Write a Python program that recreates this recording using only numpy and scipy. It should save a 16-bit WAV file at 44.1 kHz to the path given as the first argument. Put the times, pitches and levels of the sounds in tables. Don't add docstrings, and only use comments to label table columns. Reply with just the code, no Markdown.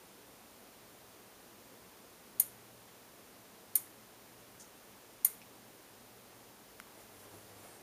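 import sys
import numpy as np
from scipy import signal
from scipy.fft import rfft, irfft, next_fast_len
from scipy.io import wavfile
from scipy.ndimage import uniform_filter1d

SR = 44100
rng = np.random.default_rng(int(sys.argv[2]) if len(sys.argv) > 2 else 0)


def field_ratio(decibels):
    return 10 ** (np.asarray(decibels, dtype=float) / 20)


def bounce(signal):
    frames = np.transpose(np.atleast_2d(signal))
    limited = np.clip(frames, -1, 1)
    pcm = np.round(limited * 32767).astype(np.int16)
    wavfile.write(sys.argv[1], SR, pcm)


N = 344923

# (frequency [Hz], level [dB per Hz])
VENTILATION = [(20, -50), (40, -9), (120, -15.5), (200, -3), (500, -5), (1100, -9.5), (1400, -12.5),
               (7000, -25)]
# (frequency [Hz], width [Hz], level [dB])
HUM = [(60.6, 2.7, -88.5), (102.2, 6, -79.5), (118.8, 1.5, -74.5), (204, 6.4, -83), (237.3, 4.9, -79.5),
       (410, 4.5, -78), (465, 3, -77)]
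VENTILATION_DB, HISS_DB = -59.5, -60.5

# (time [s], effort [dB])
EFFORT = [
    (6.85, -9),
    (6.99, -2),
    (7.09, -4),
    (7.22, -2),
    (7.36, -1.5),
    (7.55, -2),
    (7.65, 3),
    (7.72, -1.5),
    (7.82, -4),
]
# (start [s], length [s], frequency [Hz], width [Hz], level [dB])
SWISHES = [
    (6.96, .1, 10800, 1500, -67),
    (7.142, 0.14, 11100, 700, -66),
    (7.3, .14, 11000, 600, -68),
    (7.6, 0.13, 10100, 600, -68),
    (7.64, 0.19, 8500, 500, -66),
]
RUMBLE_DB, RUSTLE_DB = -60.5, -64
THRUM_S, THRUM_LENGTH_S, THRUM_DB = 7.02, 0.83, -66

# (time [s], frequency [Hz], peak level [dB])
TICKS = [
    (3.872, 1900, -50),
    (5.4168, 2470, -45.5),
    (5.423, 2600, -50),
    (5.4265, 2500, -52),
    (5.4355, 2450, -52),
    (6.8705, 972, -45.5),
    (6.977, 600, -50),
]
TICK_RISE_S, TICK_T60_S = 0.00012, 0.007
TICK_OVERTONE, TICK_OVERTONE_DB = 2.18, -8
# (frequency [Hz], peak level [dB], 60 dB decay [s])
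KNOCK = [(950, -46, .005), (1370, -37, 0.0046), (2080, -39, .004), (3100, -46, .004), (5500, -45.5, .004),
         (7000, -55, .012), (8500, -49, .004), (10500, -42, .002), (12500, -48, .0044)]
KNOCK_S, KNOCK_RISE_S = 6.8002, 0.00016
KNOCK_HITS = [(0, 0), (1.38, -12)]
# (frequency [Hz], width [Hz], level [dB])
SCUFF_TONE = [(6500, 1100, 9), (8600, 1300, 3), (5000, 1200, -7), (10200, 1500, -5)]
# (time [s], level [dB])
SLIPS = [
    (4.5965, -51.5),
    (4.607, -54.5),
    (4.617, -57),
    (4.627, -65),
    (4.642, -64),
    (4.667, -66),
]
SLIP_RISE_S, SLIP_T60_S, SLIP_GRAIN_DB = 0.00097, 0.064, 1

# (time [s], level [dB])
FLASHES = [
    (2.39684, 0),
    (3.75345, -.5),
    (5.24623, .7),
]
# (delay [ms], level [dB], tilt [dB per kHz])
PATHS = [
    (.08, -12, -1),
    (.95, -12, -3.5),
    (2.62, 0, 0),
    (4.42, -5, -3.5),
    (5.5, -16, 0),
    (6.7, -17, 2),
]
TILT_CENTRE_HZ = 11500
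# (frequency [Hz], peak level [dB], rise [ms], 60 dB decay [s])
CRACK = [(9750, -22, .9, .0028), (10300, -23, .3, .007), (10870, -13.5, .22, .0025), (11600, -21, .1, .007),
         (13270, -11, 1.3, .003), (14480, -25, .1, .009)]
# (frequency [Hz], peak level [dB], 60 dB decay [s])
BODY = [(980, -50.5, 0.039), (1536, -59, 0.045), (2110, -45, .022), (2990, -40.5, 0.0058),
        (3770, -51, 0.0091), (4290, -41.5, .014), (5160, -52, 0.0064), (5970, -36.5, 0.005),
        (6290, -40, .02), (6900, -37, .007), (7310, -37, .02)]
BODY_RISE_S, BODY_DIRECT_DB = 0.00023, -11
# (frequency [Hz], level [dB], 60 dB decay [s])
RINGS = [(6721, -40.4, 0.068), (7190, -40.7, 0.03), (7413, -55.5, 0.35), (8479, -44.9, 0.06),
         (9212, -34.6, 0.06), (9268, -26.7, 0.063), (10131, -35.9, 0.03), (10275, -39.1, 0.041),
         (10346, -48.6, 0.263), (10409, -32.6, 0.03),
         (10923, -48.7, 0.146), (11172, -45.0, 0.12), (11328, -38.4, 0.033), (11618, -35.9, 0.043),
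              (12092, -44.1, 0.078), (12404, -41.1, 0.048), (12875, -40.7, 0.09), (13364, -40.0, 0.158),
              (13385, -30, 0.045), (13540, -36.0, 0.03), (14779, -49.6, 0.069)]
RING_DELAY_S, RING_RISE_S, RING_LONGEST_S = 0.00461, 0.0013, 0.12
# (frequency [Hz], level [dB per Hz])
SNAP_COLOUR = [(500, -30), (900, -25), (2500, -8.5), (3500, -16), (5000, -10.5), (7400, -4), (8500, -30)]
# (start [ms], level [dB], rise [ms], 60 dB decay [s])
SNAPS = [
    (0, -42, .2, .02),
    (2.4, -44, 0.11, 0.043),
]
# (frequency [Hz], level [dB per Hz])
ROOM_COLOUR = [(710, -19), (1200, -15), (2120, -13.5), (4970, -13.5), (8050, -2.5), (13500, 3),
               (15700, -10), (16400, -52)]
# (start [ms], level [dB], rise [ms], 60 dB decay [s])
TAILS = [
    (4, -41.5, 2.7, 0.061),
    (9, -48.5, 7.9, 0.31),
]
# (frequency [Hz], width [Hz], level [dB])
WALL_TONES = [(9265, 90, -9), (13100, 50, -6), (10200, 60, -8.5), (6800, 200, -14), (11900, 80, -17),
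              (12900, 80, -19), (2110, 90, -17), (4360, 370, -19), (5640, 160, -23), (3170, 80, -29),
              (1110, 290, -19)]
REPEAT = 0.59

NOTCH_HZ, NOTCH_WIDTH_HZ = 7810, 270
LOW_CUT_HZ, TOP_HZ, STOP_DB = 36, 15345, -38


def unit(x):
    return x / np.sqrt(np.mean(x ** 2))


def coloured(spectrum, size=N):
    hz, db = np.transpose(spectrum)
    bins = np.maximum(np.arange(size // 2 + 1) * SR / size, 1)
    gain = field_ratio(np.interp(np.log(bins), np.log(hz), db))
    return unit(irfft(rfft(rng.standard_normal(size)) * gain, size))


def band(hz, width, size=N):
    b, a = signal.iirpeak(hz, hz / width, fs=SR)
    return unit(signal.lfilter(b, a, rng.standard_normal(size)))


def bands(rows, size=N):
    return sum(field_ratio(db) * band(hz, width, size) for hz, width, db in rows)


def walk(rate):
    hold = int(SR / rate)
    steps = np.repeat(rng.standard_normal(N // hold + 1), hold)
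    return unit(uniform_filter1d(steps, hold)[:N])


def arch(start, length):
    return np.sin(np.pi * np.clip((np.arange(N) / SR - start) / length, 0, 1))


def swell(t, rise, t60):
    t = np.maximum(t, 0)
    shape = (1 - np.exp(-t / rise)) ** 2 * 1000. ** (-t / t60)
    return shape / shape.max()


def swells(t, rows):
    return sum(field_ratio(db) * swell(t - ms / 1000, rise / 1000, t60) for ms, db, rise, t60 in rows)


def ring(t, hz, db, rise, t60):
    return field_ratio(db) * swell(t, rise, t60) * np.sin(2 * np.pi * hz * t)


def knocked(t, modes, db, rise):
    return sum((-1) ** k * ring(t, hz, mode_db + db, rise, t60) for k, (hz, mode_db, t60) in enumerate(modes))


def studio():
    ventilation = field_ratio(VENTILATION_DB) * coloured(VENTILATION)
    hiss = field_ratio(HISS_DB) * rng.standard_normal(N)
    return ventilation + hiss + bands(HUM)


def walking():
    times, efforts = np.transpose(EFFORT)
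    effort = np.interp(np.arange(N) / SR, times, efforts, left=-120)
    grip = unit(band(460, 380) + field_ratio(-14) * band(1100, 900))
    rumble = grip * field_ratio(RUMBLE_DB + 1.5 * walk(25))
    rustle = band(9200, 6400) * field_ratio(RUSTLE_DB + 1.3 * walk(30))
    whistles = sum(field_ratio(db) * arch(start, length) * band(hz, width)
                   for start, length, hz, width, db in SWISHES)
    thrum = band(101.4, 2.5) * field_ratio(THRUM_DB) * arch(THRUM_S, THRUM_LENGTH_S)
    return (rumble + rustle) * field_ratio(effort) + whistles + thrum


def finger_ticks():
    out, t = np.zeros(N), np.arange(SR // 20) / SR
    for start, hz, db in TICKS:
        at = int(start * SR)
        tick = ring(t, hz, db, TICK_RISE_S, TICK_T60_S)
        tick += ring(t, TICK_OVERTONE * hz, db + TICK_OVERTONE_DB, TICK_RISE_S, TICK_T60_S)
        out[at:at + len(t)] += tick
    return out


def button_knock():
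    out, t = np.zeros(N), np.arange(SR // 20) / SR
    at = int(KNOCK_S * SR)
    out[at:at + len(t)] = sum(knocked(t - ms / 1000, KNOCK, db, KNOCK_RISE_S) for ms, db in KNOCK_HITS)
    return out


def fabric_scuff():
    t = np.arange(N) / SR
    slips = sum(field_ratio(db) * swell(t - start, SLIP_RISE_S, SLIP_T60_S) for start, db in SLIPS)
    return unit(bands(SCUFF_TONE)) * slips * field_ratio(SLIP_GRAIN_DB * walk(700))


def tube_crack(t):
    out = np.zeros(len(t))
    for ms, path_db, tilt_db in PATHS:
        for hz, db, rise, t60 in CRACK:
            tilt = tilt_db * (hz - TILT_CENTRE_HZ) / 1000
            level = db + path_db + tilt + 0.5 * rng.standard_normal()
            out += ring(t - ms / 1000, hz, level, rise / 1000, t60)
    return out


def housing_knock(t):
    direct = knocked(t - PATHS[0][0] / 1000, BODY, BODY_DIRECT_DB, BODY_RISE_S)
    umbrella = knocked(t - PATHS[2][0] / 1000, BODY, 0, BODY_RISE_S)
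    return direct + umbrella


def dish_and_tube_rings(t):
    return sum(ring(t - RING_DELAY_S, hz, db - 1.2 + 0.8 * rng.standard_normal(),
                    RING_RISE_S, min(t60, RING_LONGEST_S))
               for hz, db, t60 in RINGS)


def snap_and_tail(t):
    walls = coloured(ROOM_COLOUR, len(t)) + bands(WALL_TONES, len(t))
    return swells(t, SNAPS) * coloured(SNAP_COLOUR, len(t)) + swells(t, TAILS) * walls


def flashes():
    out, t = np.zeros(N), np.arange(SR // 2) / SR
    early = t[:SR // 20]
    same_tail = snap_and_tail(t)
    for start, shot_db in FLASHES:
        at = int(start * SR)
        shot = dish_and_tube_rings(t)
        shot += REPEAT * same_tail + np.sqrt(1 - REPEAT ** 2) * snap_and_tail(t)
        shot[:len(early)] += tube_crack(early) + housing_knock(early)
        out[at:at + len(t)] += field_ratio(shot_db) * shot
    return out


def scene():
    hands = finger_ticks() + button_knock() + fabric_scuff()
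    mono = studio() + walking() + hands + flashes()
    return np.array([mono, mono])


def band_limit(x):
    return signal.sosfilt(signal.butter(12, 16530, fs=SR, output="sos"), x)


def record(dry):
    b, a = signal.iirnotch(NOTCH_HZ, NOTCH_HZ / NOTCH_WIDTH_HZ, fs=SR)
    x = signal.lfilter(b, a, dry)
    x = signal.sosfilt(signal.butter(4, LOW_CUT_HZ, "high", fs=SR, output="sos"), x)
    size = next_fast_len(N)
    hz = np.arange(size // 2 + 1) * SR / size
    top_cut = np.where(hz < TOP_HZ, 1, field_ratio(STOP_DB))
    x = irfft(rfft(x, size) * top_cut, size)[:, :N]
    return band_limit(x)


dry = scene()
out = record(dry)
bounce(out)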